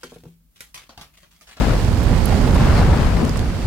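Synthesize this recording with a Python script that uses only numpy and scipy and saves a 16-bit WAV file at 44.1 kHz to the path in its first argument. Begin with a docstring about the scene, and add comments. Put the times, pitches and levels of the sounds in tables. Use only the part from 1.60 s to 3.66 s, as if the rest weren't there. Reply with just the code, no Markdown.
"""Lava fountain at an open fissure.

Deep rumble, churning body, gassy roar and tearing spray swell and sink unevenly left and right: coloured noise
under drawn level curves, with noise slaps and low sine thuds from bursting gas bubbles.
Over them lies a haze of gritty noise hiss; gas spurts once, as bright noise, at the height of the swell.
Small dry ticks of band-passed noise, like cinders landing, sound close by, mostly on the right."""
import sys
import numpy as np
from scipy import signal
from scipy.fft import rfft, irfft
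from scipy.io import wavfile

SR = 44100
rng = np.random.default_rng(int(sys.argv[2]) if len(sys.argv) > 2 else 0)


def log_audio(samples):
    """Write samples as a 16-bit WAV file to the path given in sys.argv[1]."""
    # one column per channel
    frames = np.atleast_2d(samples).T
    # limit to full scale, then quantise
    limited = np.clip(frames, -1, 1)
    pcm = np.round(limited * 32767).astype(np.int16)
    wavfile.write(sys.argv[1], SR, pcm)


N = 91022
TIME_S, FREQS_HZ = np.arange(N) / SR, np.fft.rfftfreq(N, 1 / SR)


def amp(db):
    """Decibels to gain."""
    return 10 ** (np.asarray(db) / 20)


def panned(level_db, pan_db):
    """Left and right gain; pan_db is left minus right."""
    return amp([[level_db + pan_db / 2], [level_db - pan_db / 2]])


def unit(x):
    """Scales each channel to rms 1."""
    return x / np.sqrt(np.mean(x ** 2, -1, keepdims=True) + 1e-20)


def coloured(x, colour):
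    """Filters x by a spectrum drawn on a log-frequency axis, then scales to rms 1."""
    hz, db = np.transpose(colour)
    gain = amp(np.interp(np.log(FREQS_HZ + 1), np.log(hz), db))
    return unit(irfft(rfft(x) * gain, N))


def levels(curve):
    """Left and right gain over time."""
    s, left_db, right_db = np.transpose(curve)
    return amp([np.interp(TIME_S, s, left_db), np.interp(TIME_S, s, right_db)])


def pair(likeness):
    """White noise in two channels with the given correlation."""
    a, b = rng.standard_normal((2, N))
    return np.array([a, likeness * a + np.sqrt(1 - likeness ** 2) * b])


def flutter(rate_hz, depth_db):
    """Random gain, alike on both sides, wavering mostly below rate_hz with rms depth_db."""
    lowpass = 1 / (1 + (FREQS_HZ / rate_hz) ** 4)
    return amp(depth_db * unit(irfft(rfft(pair(1.0)) * lowpass, N)))


def steadied(x, span_s):
    """Evens out the chance swells of a noise, for a sustained flow."""
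    window = signal.windows.hann(int(span_s * SR))[None]
    energy = signal.fftconvolve(x ** 2, window, 'same', axes=1)
    weight = signal.fftconvolve(np.ones_like(x), window, 'same', axes=1)
    return x / np.sqrt(abs(energy / weight) + 1e-9)


# Rumble level. Each row: time in seconds, left and right level in dB before trim.
RUMBLE_LEVELS = [(0, -12.5, -16), (0.05, -18, -26), (0.11, -13, -17.5), (0.2, -22, -16), (0.34, -21, -14),
                 (0.45, -23, -15), (0.53, -20, -13), (0.62, -28, -13), (0.71, -23, -15), (0.77, -24, -15),
                 (0.87, -19.5, -11.5), (1.0, -21, -15), (1.08, -14.5, -11), (1.16, -15.5, -13),
                 (1.32, -18, -13), (1.38, -25, -26), (1.45, -14.5, -18), (1.56, -19.5, -19.5),
                 (1.62, -20.5, -23.5), (1.8, -23.5, -17.5), (1.86, -25, -19.5), (1.95, -24, -18.5),
                 (2.01, -31, -26), (2.06, -14.5, -15.5)]
# Rumble spectrum. 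Each row: frequency in Hz, relative level in dB.
RUMBLE_SPECTRUM = [(8, -47), (22, -6.5), (33, 2), (48, 4.5), (72, -1), (98, -2.5), (125, -10), (220, -38),
                   (600, -72)]


def rumble(trim_db=0.4, likeness=0.86, span_s=0.09):
    """Deep, sustained pressure noise, nearly the same on both sides."""
    noise = coloured(pair(likeness), RUMBLE_SPECTRUM)
    return amp(trim_db) * levels(RUMBLE_LEVELS) * steadied(noise, span_s)


# Upper-bass level. Each row: time in seconds, left and right level in dB before trim.
BODY_LEVELS = [(0, -12.5, -20), (0.04, -20, -27), (0.08, -19, -23.5), (0.2, -28, -24), (0.29, -23, -22),
               (0.37, -27.5, -22), (0.52, -22, -16.5), (0.62, -30, -20.5), (0.75, -24.5, -17),
               (0.92, -20, -17.5), (1.05, -20, -18.5), (1.25, -21, -23.5), (1.4, -17.5, -19.5),
               (1.52, -21.5, -27), (1.64, -18.5, -21), (1.72, -24, -23.5), (2.06, -30.5, -28.5)]
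# Upper-bass spectrum. Each row: frequency in Hz, relative level in dB.
BODY_SPECTRUM = [(50, -10), (95, -6.5), (125, -1), (175, 0.5), (205, -3.5), (250, -2.5), (290, -12),
                 (450, -26), (1500, -73)]


def body(trim_db=0.22, likeness=0.85, span_s=0.081):
    """Churning in the upper bass: steadied noise under a level curve."""
    noise = coloured(pair(likeness), BODY_SPECTRUM)
    return amp(trim_db) * levels(BODY_LEVELS) * steadied(noise, span_s)


# Roar level. Each row: time in seconds, left and right level in dB.
ROAR_LEVELS = [(0,-22.5,-30),(.12,-22,-28),(.2,-28,-30),(.33,-31.5,-30),(.52,-27.5,-25),(.61,-32,-27.5),(.72,-26,-25),(.83,-27,-23.5),(1.05,-25,-25.5),(1.2,-24.5,-24),(1.36,-23.5,-27.5),(1.5,-28.5,-34.5),(1.63,-21,-29),(1.72,-31.5,-33),(1.8,-28.5,-31.5),(1.9,-33.5,-36.5),(2.06,-32.5,-34)]
# Roar spectrum. Each row: frequency in Hz, relative level in dB.
ROAR_SPECTRUM = [(120, -49), (240, -3.5), (330, 2), (480, 0.5), (680, -4.5), (850, -8), (1100, -11.5),
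                 (2000, -27.5), (8000, -79)]


def roar(likeness=0.61, span_s=0.087):
    """Turbulent gas, torn by a quick flutter."""
    noise = coloured(pair(likeness), ROAR_SPECTRUM)
    torn = noise * flutter(rate_hz=86, depth_db=0.7)
    return levels(ROAR_LEVELS) * steadied(torn, span_s)


# Spray level. Each row: time in seconds, left and right level in dB.
SPRAY_LEVELS = [(0, -24.5, -32), (0.14, -27.5, -36), (0.19, -37.5, -35), (0.37, -40.5, -33.5),
                (0.52, -38, -28), (0.65, -37, -32.5), (0.72, -34.5, -28.5), (0.9, -33, -31.5),
                (1.0, -26, -28.5), (1.2, -24, -27), (1.26, -27, -31), (1.42, -25.5, -32),
                (1.52, -28.5, -36.9), (1.63, -28.5, -37.5), (1.71, -35, -35), (1.78, -35, -34.5),
                (1.98, -39.5, -39), (2.06, -36, -43)]
# Spray spectrum. Each row: frequency in Hz, relative level in dB.
SPRAY_SPECTRUM = [(400, -13), (750, -2.5), (980, -3), (1420, -5), (1950, -10), (2600, -15), (3500, -20.5),
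                  (6000, -35.5), (16000, -74)]
SPLATS_PER_S, SPLAT_DECAY_S, SPLAT_POWER_SHARE = 190, 0.0015, 0.47


def spray(likeness=0.44, span_s=0.11):
    """Lava tearing and splashing: many short, overlapping bursts over a steady rush."""
    sizes = np.minimum(rng.exponential(1, N), 2)
    hits = sizes * (rng.random(N) < SPLATS_PER_S / SR)
    bursts = signal.lfilter([1], [1, -np.exp(-1 / (SPLAT_DECAY_S * SR))], hits)
    power = 1 - SPLAT_POWER_SHARE + SPLAT_POWER_SHARE * bursts / bursts.mean()
    splashes = pair(likeness) * np.sqrt(power)
    return levels(SPRAY_LEVELS) * steadied(coloured(splashes, SPRAY_SPECTRUM), span_s)


# Hiss level. Each row: time in seconds, left and right level in dB before trim.
HISS_LEVELS = [(0, -31, -33), (0.13, -36.5, -33), (0.2, -40, -33), (0.37, -42, -34.5), (0.63, -40.5, -32.5),
               (0.73, -39, -31), (0.9, -41, -33), (1.0, -37.5, -31.5), (1.19, -38, -32.5),
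               (1.27, -37.5, -34), (1.42, -36, -34.5), (1.62, -40, -35.5), (1.72, -41, -36.5),
               (1.92, -42.5, -38.5), (2.06, -44, -36.5)]
# Hiss spectra, left and right. Each row: frequency in Hz, relative level in dB.
LEFT_HISS_SPECTRUM = [(500, -19), (1500, 1.5), (2800, 0.5), (3700, -2.5), (4700, -3), (6000, -8),
                      (8000, -11), (11000, -16.5), (15800, -25)]
RIGHT_HISS_SPECTRUM = [(500, -60), (1500, 2), (2800, 0.5), (3700, -1), (4650, 0.5), (6000, -4.5),
                       (8000, -6.5), (11000, -12), (15800, -19)]
GRIT_PER_S, GRIT_DB, GRIT_SPREAD_DB = 410, -7.5, 1.5  # GRIT_DB: before colouring


def hiss(trim_db=0.48, likeness=0.012):
    """A haze of fluttering noise with fine grit: sparse random clicks of either sign."""
    sizes = amp(GRIT_SPREAD_DB * np.minimum(rng.exponential(1, (2, N)), 4))
    signs = rng.choice([-1, 1], (2, N))
    grit = unit(sizes * signs * (rng.random((2, N)) < GRIT_PER_S / SR))
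    haze = pair(likeness) * flutter(rate_hz=230, depth_db=1.07)
    left, right = haze + amp(GRIT_DB) * grit
    sides = np.array([coloured(left, LEFT_HISS_SPECTRUM), coloured(right, RIGHT_HISS_SPECTRUM)])
    return amp(trim_db) * levels(HISS_LEVELS) * sides


# Louder lava slaps. Each row: start in seconds, peak envelope level in dB, left minus right in dB.
SLAP_EVENTS = [(0.048, -30.5, 10), (.131, -29, 4), (.247, -31, 3), (.463, -39, -2), (.497, -31, -7),
               (.514, -30.5, -3), (0.721, -25, -10), (0.873, -24.5, -11), (0.955, -20.5, -1),
               (1.015, -24, -5), (1.065, -24.5, 9), (1.186, -25, -2), (1.211, -22, 1), (1.333, -24.5, 6),
               (1.464, -29, 12), (1.616, -40, 9), (1.759, -33, -4)]
# Slap spectrum. Each row: frequency in Hz, relative level in dB.
SLAP_SPECTRUM = [(200, -36), (450, 3.5), (850, 6.5), (1400, -11), (2300, -12.5), (4000, -14.5),
                 (12000, -51)]
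SLAP_RISE_S = 0.0038


def slaps(likeness=0.63):
    """Wet slaps: noise flares up and dies within the roar."""
    gain = np.zeros((2, N))
    for start_s, db, pan_db in SLAP_EVENTS:
        age = np.maximum(TIME_S - start_s, 0) / SLAP_RISE_S
        gain += panned(db, pan_db) * age * np.exp(1 - age)  # peaks at age 1
    return gain * coloured(pair(likeness), SLAP_SPECTRUM)


# Bursting gas bubbles. Each row: centre in seconds, peak envelope level in dB before trim, pitch at centre
# in Hz, glide in Hz per s, time from centre to 1/e in seconds, left minus right in dB.
THUD_EVENTS = [(.152, -17, 215, 0, 0.0072, 2), (.257, -27, 144, 0, 0.01, -2),
               (.298, -16, 133, 2500, 0.012, -7), (.455, -11.5, 67, 0, 0.031, -11),
               (.534, -12.5, 171, 0, 0.0089, -2), (.67, -10, 63, 0, 0.014, -9),
               (.725, -13.5, 90, -1000, 0.03, -6), (.895, -17, 61, -500, 0.014, -6),
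               (.955, -10.5, 82.7, -400, 0.037, -7), (1.012, -10, 140, 3000, 0.033, 1),
               (1.07, -26, 56.3, 0, 0.053, 4), (1.14, -11, 61, 0, 0.016, 0),
               (1.195, -11.5, 155, 1500, 0.018, 1), (1.228, -6.5, 80, 0, 0.013, 3),
               (1.286, -15, 138, -1500, 0.017, 5), (1.322, -9.5, 84, -1200, 0.026, 1),
               (1.402, -16, 158, -3000, .018, 6.5), (1.456, -10.5, 71, 0, 0.031, -3),
               (1.564, -9, 54.6, 0, 0.024, 2), (1.645, -14.5, 223, 0, 0.007, 7),
               (1.664, -12.5, 86, -600, .018, 2.5), (1.868, -15.5, 59, 0, 0.01, -4)]


def thuds(trim_db=-1):
    """Each bursting bubble pushes out a few low swings of air; some glide as it swells or shrinks."""
    out = np.zeros((2, N))
    phases_turns = rng.random(len(THUD_EVENTS))
    for (centre_s, db, hz, glide, half_s, pan_db), turn in zip(THUD_EVENTS, phases_turns):
        age_s = TIME_S - centre_s
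        turns = hz * age_s + glide * age_s ** 2 / 2 + turn
        swing = np.exp(-(age_s / half_s) ** 2) * np.sin(2 * np.pi * turns)
        out += panned(db, pan_db) * swing
    return amp(trim_db) * out


# Cinder ticks. Each row: start in seconds, level in dB before envelope and halving, centre in Hz,
# width from centre to half gain in octaves, decay in seconds, left minus right in dB.
TICK_EVENTS = [(0.248, -21.5, 5000, 0.65, .00081, 3), (.435, -23, 13000, .35, .0007, 1),
               (.657, -11.5, 11000, 0.28, 0.00099, -6), (.767, -28, 8000, .6, .0004, -2),
               (.9477, -25, 11900, .56, .0005, -9), (1.65, -25.5, 7000, 1.0, 0.002, -10),
               (1.694, -19.5, 4700, 0.34, 0.00081, -14.5), (1.7298, -29, 7000, .35, .0004, -3),
               (1.772, -21.5, 6000, 0.92, .0006, -8), (1.777, -22, 5700, 0.41, .00047, -12),
               (1.793, -15.5, 3600, 0.48, 0.00045, -10)]
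TICK_RISE_S, TICK_TAIL_DB, TICK_TAIL_S = 0.0003, -20, 0.0043
TICK_TOP_HZ, TICK_FLOOR_DB = 14900, -26


def ticks(size=2048):
    """Each cinder makes a brief, dry crunch of band-passed noise with a faint tail."""
    out = np.zeros((2, N + size))
    t, hz = np.arange(size) / SR, np.fft.rfftfreq(size, 1 / SR)
    rise = np.minimum(t / TICK_RISE_S, 1)
    tail = amp(TICK_TAIL_DB) * np.exp(-t / TICK_TAIL_S)
    for start_s, db, centre_hz, octaves, decay_s, pan_db in TICK_EVENTS:
        fall = np.exp(-np.maximum(t - TICK_RISE_S, 0) / decay_s) + tail
        peak = 1 / (1 + (np.log2((hz + 1) / centre_hz) / octaves) ** 2)
        band = (peak + amp(TICK_FLOOR_DB)) / (1 + (hz / TICK_TOP_HZ) ** 12)
        noise = unit(irfft(rfft(rng.standard_normal((2, size))) * band))
        start = round(start_s * SR)
        out[:, start:start + size] += panned(db, pan_db) * rise * fall * noise / 2
    return out[:, :N]


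# Gas spurt spectrum. Each row: frequency in Hz, relative level in dB.
SPURT_SPECTRUM = [(1500, -27), (3200, -13), (4200, 3), (5200, 0), (6200, -12), (9000, -13), (15000, -28)]
SPURT_PEAK_S, SPURT_RISE_S, SPURT_FALL_S = 1.187, 0.045, 0.023


def spurt(level_db=-35, likeness=0.5):
    """A bright hiss of escaping gas builds up and breaks off."""
    age_s = TIME_S - SPURT_PEAK_S
    swell = np.exp(-np.maximum(-age_s / SPURT_RISE_S, age_s / SPURT_FALL_S))
    return amp(level_db) * swell * coloured(pair(likeness), SPURT_SPECTRUM)


def scene():
    """All layers together."""
    return rumble() + body() + roar() + spray() + hiss() + slaps() + thuds() + ticks() + spurt()


CEILING, EDGE_HZ = 0.8, 15950


def record(dry):
    """The recorder rounds off the highest peaks and limits the band."""
    rounded = dry / (1 + (dry / CEILING) ** 8) ** (1 / 8)
    lowpass = signal.firwin(701, EDGE_HZ, window=("kaiser", 9), fs=SR)
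    return signal.oaconvolve(rounded, lowpass[None], "same")


dry = scene()
out = record(dry)
log_audio(out)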